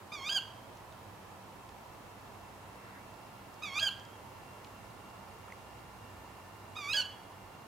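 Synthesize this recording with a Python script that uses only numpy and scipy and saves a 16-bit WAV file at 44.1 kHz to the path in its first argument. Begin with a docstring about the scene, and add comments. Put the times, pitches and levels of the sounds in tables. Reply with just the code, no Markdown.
"""Three sharp two-part owl calls cut through the night, and scattered wood echoes answer each one.
The owl is a stack of partials on one gliding pitch, shaped by a throat curve, with half partials and breath.
Twigs, drips and clicks are ringing knocks; leaves rustle in a noise band and a far sine whistle rises.
A thin motor whine of locked lines creeps upward over humps of engine drone and banded traffic noise.
A small stereo microphone pair hears it; its converter's gain ripples, putting faint side tones on loud sound."""
import sys
import numpy as np
from scipy import signal
from scipy.io import wavfile
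from scipy.ndimage import uniform_filter1d

SR = 44100
rng = np.random.default_rng(int(sys.argv[2]) if len(sys.argv) > 2 else 0)


def digitize_waveform(pressure):
    """Quantize a signal to 16-bit integers and store it at the path in sys.argv[1].

    Rows of a 2-D input are taken as channels; values are limited to [-1, 1].
    """
    field = np.atleast_2d(pressure).T
    bounded = np.clip(field, -1, 1)
    quanta = np.round(bounded * 32767).astype(np.int16)
    wavfile.write(sys.argv[1], SR, quanta)


def invert_db(level):
    """Linear amplitude ratio for a level in decibels (20 dB per decade), elementwise."""
    return 10 ** (np.asarray(level, dtype=float) / 20)


N = 338247

# Owl calls, each a dipping note that breaks up into a loud high one:
# point_s, pitch_hz, effort_db, brightness_db_per_octave (around partial 2)
OWL_CALLS = [
    [(0.121, 1172, -49.5, -4), (0.134, 1247, -45, -1), (0.174, 1126, -52.5, 0), (0.204, 1069, -53.5, 1),
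     (0.238, 1086, -49.5, -1), (0.266, 1206, -43.5, 1), (0.286, 1229, -42, 3), (0.292, 1338, -36.5, 3),
     (0.296, 1552, -32.5, 0), (0.306, 1584, -38, -.5), (0.328, 1634, -37, .6), (0.346, 1635, -39.5, 5),
     (0.374, 1556, -32.5, -3), (0.390, 1390, -40.5, -13)],
    [(3.624, 1213, -48.5, -2.5), (3.636, 1283, -43.5, 0.5), (3.668, 1159, -48.5, -1),
     (3.706, 1079, -53, -1), (3.74, 1098, -50, 0), (3.764, 1195, -43.5, -3), (3.782, 1196, -37, -2),
     (3.796, 1365, -38, -1), (3.8, 1570, -40.5, 8), (3.814, 1619, -37, -1), (3.832, 1630, -35, -3.5),
     (3.852, 1608, -37.5, 2.5), (3.88, 1533, -37, -0.5), (3.891, 1387, -37, -10)],
    [(6.756, 1133, -56, -1), (6.768, 1261, -46.5, -3.5), (6.84, 1134, -50, -.6), (6.872, 1140, -48, -3.5),
     (6.904, 1253, -39, -3), (6.922, 1284, -40, 6), (6.934, 1386, -34.5, 4), (6.938, 1624, -34.5, -4),
     (6.947, 1662, -33, -1), (6.966, 1650, -31, -4), (6.969, 1508, -32.5, 5), (7.004, 1495, -32, -0.5),
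     (7.016, 1460, -42, 14), (7.028, 1368, -42, 2)],
]
# Owl place, one value per call: left_minus_right_db
OWL_PAN_DB = [-4, -4.5, -4.5]
# Syrinx strength of partials 1-4: level_db
PARTIAL_DB = [-0.2, 1, -1, -4]
# Throat and beak colour of a partial by its frequency: frequency_hz, gain_db
THROAT = [(1080, -3), (1270, -7), (1340, -21), (1440, -22), (1500, -10), (1620, -8.5), (2150, 2),
          (2500, -0.5), (3000, 1), (3300, -1.5), (3700, -0.5), (4200, -4.5), (4500, -1.5), (4900, -4.5),
          (5600, -18.5), (6500, -10.5)]
# Period doubling of a hard-driven syrinx: threshold_db (of partial 3),
# half_partial_db (against the stronger of partials 2 and 3)
DOUBLING = (-41, -28)
# Pitches that linger in the far echo: frequency_hz, width_hz (of the resonance), level_db
ECHO_FAVOURS = [(1630, 60, 8), (3275, 60, 8)]
# Twig snaps, broad and dry: start_s, peak_db (before panning), centre_hz
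TWIGS = [(0.772, -49, 3950), (0.924, -45, 2500), (1.691, -45, 2800), (3.542, -50, 4200), (3.997, -47, 4500),
         (4.051, -49, 5270), (4.646, -41.5, 2290), (4.672, -49, 2500), (5.522, -52, 4500)]
# Drips, narrow and pitched: start_s, peak_db (before panning), centre_hz
DRIPS = [(5.482, -48, 1190), (5.502, -48, 1750), (5.522, -39.5, 2040)]
# Faint clicks at random times: from_s, to_s, count, peak_db (before panning), centre_hz, width_hz
CLICKS = (4.8, 5.3, 4, -56, 4900, 1200)
# Motor whine lines: share of the main pitch, relative_level_db
WHINE_LINES = [(.501, 0), (.5145, -3), (.6394, -2), (.6665, -5), (.7505, -3), (.82, -6), (.834, -9),
               (.9865, -10), (1.0, 0), (1.0135, -11), (1.027, -5)]
# Engine drone humps: centre_hz, width_hz (of each resonance pass), level_db (before panning)
DRONE_HUMPS = [(62.1, 4, -69.5), (100, 18, -64.5), (194.6, 12.7, -68), (900, 480, -59.5)]
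# Colour of traffic and air: frequency_hz, relative_db_per_hz
NIGHT_COLOUR = [(15, -51), (25, -31), (42, -8), (69, -20), (101, -1), (156, -9.5), (193, -7), (253, -8),
                (281, -8.5), (482, -9), (919, -7), (1490, -16.5), (2770, -20.5), (3340, -24),
                (15500, -33.5)]
# Night level curve, before a fixed lift: time_s, level_db
NIGHT_LEVEL = [(0.0, -54.5), (2.5, -54.5), (4.68, -54), (7.67, -55)]
# Night stereo likeness: frequency_hz, left_right_likeness (0-1)
LIKENESS = [(25, .55), (60, 0.99), (130, 0.83), (290, 0.71), (640, 0.54), (1400, 0.037), (3100, 0.021),
            (6800, 0.27), (15000, 0.43)]
# Night stereo lean: frequency_hz, left_minus_right_db
LEAN = [(60, -3), (240, -3), (950, -2.5), (3770, -0.5), (15000, 0.0)]
# Side tones of the ripple and its overtones at full depth: level_db (against the tone itself)
RIPPLE_DB = [-21, -31, -33]

# Owl: fades outside the first and last points, upper partials, waver and breath
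OWL_ATTACK_S, OWL_RELEASE_S, OWL_EDGE_DB = 0.005, 0.005, -22
UPPER_SLOPE_DB = -4   # per partial above the 4th
THROAT_CUT_HZ, THROAT_SLOPE_DB_PER_KHZ = 7150, -16   # extra fade of partials 5-7
WOBBLE_DB, FUNDAMENTAL_WOBBLE_DB = 2.8, 4.5   # rms level waver; the weak fundamental wavers more
PITCH_JITTER = 0.003   # rms share of the pitch
BREATH_DB = -30   # against the stronger of partials 2 and 3

# Wood: near echoes, and a far tree line that answers longer and fainter
WOOD_T60_S, WOOD_DB, FIRST_ECHO_S = 0.27, -14, 0.008
FAR_T60_S, FAR_DB = 0.8, -14.5
LEAF_CUT_HZ = 4500

# Small sounds
TWIG_WIDTH_HZ, TWIG_T60_S, TWIG_PAN_DB = 4000, 0.017, -1.5
DRIP_WIDTH_HZ, DRIP_T60_S, DRIP_PAN_DB = 400, 0.02, -4
RUSTLE_PEAK_S, RUSTLE_DB, RUSTLE_HZ = 2.98, -58.5, 1750
RUSTLE_SWELL_DB_PER_S, RUSTLE_FADE_DB_PER_S = 26, 180
WHISTLE_START_S, WHISTLE_LENGTH_S, WHISTLE_EDGE_S, WHISTLE_DB = 2.87, 0.15, 0.03, -68
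WHISTLE_START_HZ, WHISTLE_END_HZ, WHISTLE_RISE_S = 1250, 2700, 0.12

# Whine: the main line settles towards its running pitch as it comes up in level
WHINE_START_HZ, WHINE_END_HZ, WHINE_SETTLE_S = 2550, 2792, 3.0
WHINE_START_DB, WHINE_END_DB, WHINE_SWELL_S = -82, -72.5, 1.8

# Converter ripple; grit is its random part, a hiss around loud tones
RIPPLE_HZ, RIPPLE_FULL_DB, GRIT_DB = 3906, -43, -27


def rms_one(x):
    """Scale to rms 1."""
    return x / np.sqrt(np.mean(x ** 2) + 1e-20)


def in_time(rows):
    """Columns of a curve read at every sample."""
    s, *columns = np.transpose(rows)
    return [np.interp(np.arange(N) / SR, s, c) for c in columns]


def at_hz(points, hz):
    """Read a spectrum on a log-frequency axis."""
    points = np.array(points)
    return np.interp(np.log(hz), np.log(points[:, 0]), points[:, 1])


def drift(rate_hz):
    """Random wander of rms 1: noise through two equal one-pole lowpasses, run at SR / 40."""
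    r = np.exp(-80 * np.pi * rate_hz / SR)
    noise = rng.standard_normal(N // 40 + 2002)
    slow = signal.lfilter([1], [1, -2 * r, r * r], noise)[2000:]
    return np.interp(np.arange(N) / 40, np.arange(len(slow)), rms_one(slow - slow.mean()))


def settle(start, end, seconds, since_s=0):
    """Exponential glide from start towards end with a time constant."""
    elapsed = np.maximum(np.arange(N) / SR - since_s, 0)
    return end + (start - end) * np.exp(-elapsed / seconds)


def panned(x, pan_db):
    """Two channels with a level difference."""
    return np.array([x * invert_db(pan_db / 2), x * invert_db(-pan_db / 2)])


def resonance(x, hz, width_hz):
    """Two-pole resonance, gain about 1 on top."""
    r = np.exp(-np.pi * width_hz / SR)
    top = (1 - r * r) / 2
    return signal.lfilter([top, 0, -top], [1, -2 * r * np.cos(2 * np.pi * hz / SR), r * r], x)


def partial_levels(pitch, effort_db, bright_db):
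    """Syrinx strength, brightness and throat colour set partials 1-4; 5-7 step down from the 4th."""
    levels = []
    for k, db in enumerate(PARTIAL_DB):
        tilt_db = bright_db * np.log2((k + 1) / 2)
        levels.append(effort_db + db + tilt_db + at_hz(THROAT, (k + 1) * pitch))
    for k in (1, 2, 3):
        khz_above = np.maximum(0, (4 + k) * pitch - THROAT_CUT_HZ) / 1000
        levels.append(levels[3] + UPPER_SLOPE_DB * k + THROAT_SLOPE_DB_PER_KHZ * khz_above)
    return levels


def owl():
    """Wavering partials on one pitch, coloured by the throat; hard effort brings up half partials."""
    out, pan_db = np.zeros(N), np.zeros(N)
    waver, tremble = [drift(69) for k in range(8)], drift(230)
    breath_band = signal.butter(2, [1500, 14000], "band", fs=SR, output="sos")
    air = rms_one(signal.sosfilt(breath_band, rng.standard_normal(N)))
    for rows, call_pan_db in zip(OWL_CALLS, OWL_PAN_DB):
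        first, last = np.array(rows[0]), np.array(rows[-1])
        fade_in = first + [-OWL_ATTACK_S, 0, OWL_EDGE_DB, 0]
        fade_out = last + [OWL_RELEASE_S, 0, OWL_EDGE_DB, 0]
        rows = [fade_in, *rows, fade_out]
        on = slice(round(rows[0][0] * SR), round(rows[-1][0] * SR))
        pitch, effort_db, bright_db = [c[on] for c in in_time(rows)]
        levels = partial_levels(pitch, effort_db, bright_db)
        phase = 2 * np.pi * np.cumsum(pitch * (1 + PITCH_JITTER * tremble[on])) / SR
        voice = 0
        for k, db in enumerate(levels):
            wobble_db = WOBBLE_DB if k else FUNDAMENTAL_WOBBLE_DB
            voice = voice + invert_db(db + wobble_db * waver[k][on]) * np.sin((k + 1) * phase)
        strongest_db = np.maximum(levels[1], levels[2])
        threshold_db, half_db = DOUBLING
        # below the threshold, half partials drop 2 dB further per dB
        doubled_db = half_db + np.minimum(0, 2.0 * (levels[2] - threshold_db))
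        halves = invert_db(strongest_db + doubled_db) * (np.sin(1.5 * phase) + np.sin(2.5 * phase))
        out[on] = np.sqrt(2) * (voice + halves) + invert_db(strongest_db + BREATH_DB) * air[on]
        pan_db[on] = call_pan_db
    return out, pan_db


def wood(x):
    """Scattered echoes off trunks: sparse, then a dense dying tail, duller and partly its own per ear."""
    t = np.arange(round(1.2 * SR)) / SR
    per_s = 800 + 9000 * t
    struck = rng.random((2, len(t))) < per_s / SR
    hits = struck * rng.standard_normal((2, len(t))) / np.sqrt(per_s) * (t > FIRST_ECHO_S)
    near = hits * invert_db(-60 * t / WOOD_T60_S)
    far = hits * invert_db(FAR_DB - 60 * t / FAR_T60_S)
    lingering = sum(invert_db(db) * resonance(far, hz, width_hz) for hz, width_hz, db in ECHO_FAVOURS)
    echoes = near + far + lingering
    crossed = echoes + 0.5 * echoes[::-1]   # each ear also hears half of the other side
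    echoes = signal.lfilter(*signal.butter(1, LEAF_CUT_HZ, fs=SR), crossed)
    echoes = echoes / np.sqrt(np.sum(echoes ** 2) / 2)
    return invert_db(WOOD_DB) * signal.fftconvolve(x[None], echoes, axes=1)[:, :N]


def snaps(rows, width_hz, t60, pan_db):
    """Each snap is a click and a few ms of dying noise, ringing around its own centre."""
    out, t = np.zeros(N), np.arange(1800) / SR
    for (start_s, peak_db, hz), noise in zip(rows, rng.standard_normal((len(rows), len(t)))):
        knock = (t == 0) + 0.33 * noise * invert_db(-60 * t / t60)
        snap = resonance(resonance(knock, hz, width_hz), hz, width_hz)
        i = round(start_s * SR)
        out[i:i + len(t)] += invert_db(peak_db) * snap / np.abs(snap).max()
    return panned(out, pan_db)


def ticks():
    """Broad twig snaps, narrow ringing drips and a scatter of faint high clicks."""
    from_s, to_s, count, peak_db, hz, width_hz = CLICKS
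    click_rows = [(s, peak_db, hz) for s in rng.uniform(from_s, to_s, count)]
    twigs = snaps(TWIGS, TWIG_WIDTH_HZ, TWIG_T60_S, TWIG_PAN_DB)
    drips = snaps(DRIPS, DRIP_WIDTH_HZ, DRIP_T60_S, DRIP_PAN_DB)
    clicks = snaps(click_rows, width_hz, TWIG_T60_S, TWIG_PAN_DB)
    return twigs + drips + clicks


def rustle():
    """Leaves: lowpassed noise moved up around one centre, swelling to a peak and dying quickly."""
    t = np.arange(N) / SR
    swell_db = RUSTLE_SWELL_DB_PER_S * (t - RUSTLE_PEAK_S)
    fade_db = RUSTLE_FADE_DB_PER_S * (RUSTLE_PEAK_S - t)
    rough = signal.lfilter(*signal.butter(2, 400, fs=SR), rng.standard_normal((2, N)))
    band = rms_one(rough * np.sin(2 * np.pi * RUSTLE_HZ * t))
    return invert_db(RUSTLE_DB + np.minimum(swell_db, fade_db)) * band


def whistle():
    """One far sine, wavering in level, that rises ever more slowly."""
    t = np.arange(N) / SR - WHISTLE_START_S
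    hz = settle(WHISTLE_START_HZ, WHISTLE_END_HZ, WHISTLE_RISE_S, WHISTLE_START_S)
    # the fades lie outside the full-level stretch
    shape = np.clip(1 + np.minimum(t, WHISTLE_LENGTH_S - t) / WHISTLE_EDGE_S, 0, 1) ** 2
    tone = np.sin(2 * np.pi * np.cumsum(hz) / SR)
    return panned(shape * invert_db(WHISTLE_DB + 2.5 * drift(30)) * tone, -1.5)


def whine():
    """Motor: thin lines locked to one slowly rising speed, each wavering in level."""
    main_hz = settle(WHINE_START_HZ, WHINE_END_HZ, WHINE_SETTLE_S)
    level_db = settle(WHINE_START_DB, WHINE_END_DB, WHINE_SWELL_S)
    phase = 2 * np.pi * np.cumsum(main_hz * (1 + 0.002 * drift(30))) / SR
    lines = 0
    for share, db in WHINE_LINES:
        line = np.sin(share * phase + rng.uniform(0, 2 * np.pi))
        lines = lines + invert_db(db + 2.5 * drift(8)) * line
    return panned(np.sqrt(2) * invert_db(level_db) * lines, -2.8)


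def drone():
    """Far engines: noise gathered into humps by two passes through a resonance."""
    humps = 0
    for hz, width_hz, db in DRONE_HUMPS:
        once = resonance(rng.standard_normal(N), hz, width_hz)
        humps = humps + invert_db(db) * rms_one(resonance(once, hz, width_hz))
    return panned(humps, -2.1)


def night():
    """Traffic and air: bands of stereo noise, each with its own level, slow swell, likeness and lean."""
    out, together = 0, drift(1.0)
    edges = 22 * 2 ** np.arange(0, 9.7, 0.4)
    white = rng.standard_normal((2, 2, N))   # two noise pairs, so neighbouring bands differ
    for k, (low, high) in enumerate(zip(edges, edges[1:])):
        band = signal.butter(2, [low, high], "band", fs=SR, output="sos")
        mid, side = signal.sosfilt(band, white[k % 2])
        hz = np.sqrt(low * high)
        alike = np.clip(at_hz(LIKENESS, hz), 0, 1)
        gain = invert_db(at_hz(NIGHT_COLOUR, hz) + 0.048 * together + 0.35 * drift(2.7))
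        pair = np.sqrt(1 + alike) * mid + np.sqrt(1 - alike) * side * [[1], [-1]]
        out = out + gain * pair * panned(np.ones(1), at_hz(LEAN, hz))
    return invert_db(in_time(NIGHT_LEVEL)[0] + 2.5) * rms_one(out)


def scene():
    """Owl, and its echoes leaning right, over the small sounds and the night."""
    voice, pan_db = owl()
    calls = panned(voice, pan_db) + wood(voice) * invert_db([[-1.5], [1.5]])
    small_sounds = ticks() + rustle() + whistle()
    return calls + small_sounds + whine() + drone() + night()


def low_pass(x):
    """Removes everything above the highest recorded frequency."""
    return signal.sosfilt(signal.butter(12, 15680, fs=SR, output="sos"), x)


def record(dry):
    """Converter gain ripples at a fixed rate, deeper on loud sound, so loud tones get side tones."""
    phase = 2 * np.pi * RIPPLE_HZ * np.arange(N) / SR
    power = uniform_filter1d(np.mean(dry ** 2, axis=0), size=441)   # 10 ms average
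    loudness = np.sqrt(np.maximum(power, 0))
    depth = np.tanh(loudness / invert_db(RIPPLE_FULL_DB))
    tones = sum(2 * invert_db(db) * np.cos((k + 1) * phase) for k, db in enumerate(RIPPLE_DB))
    grit = invert_db(GRIT_DB) * rng.standard_normal(N)
    mix = dry * (1 + depth * (tones + grit))
    return low_pass(mix)


dry = scene()
out = record(dry)
digitize_waveform(out)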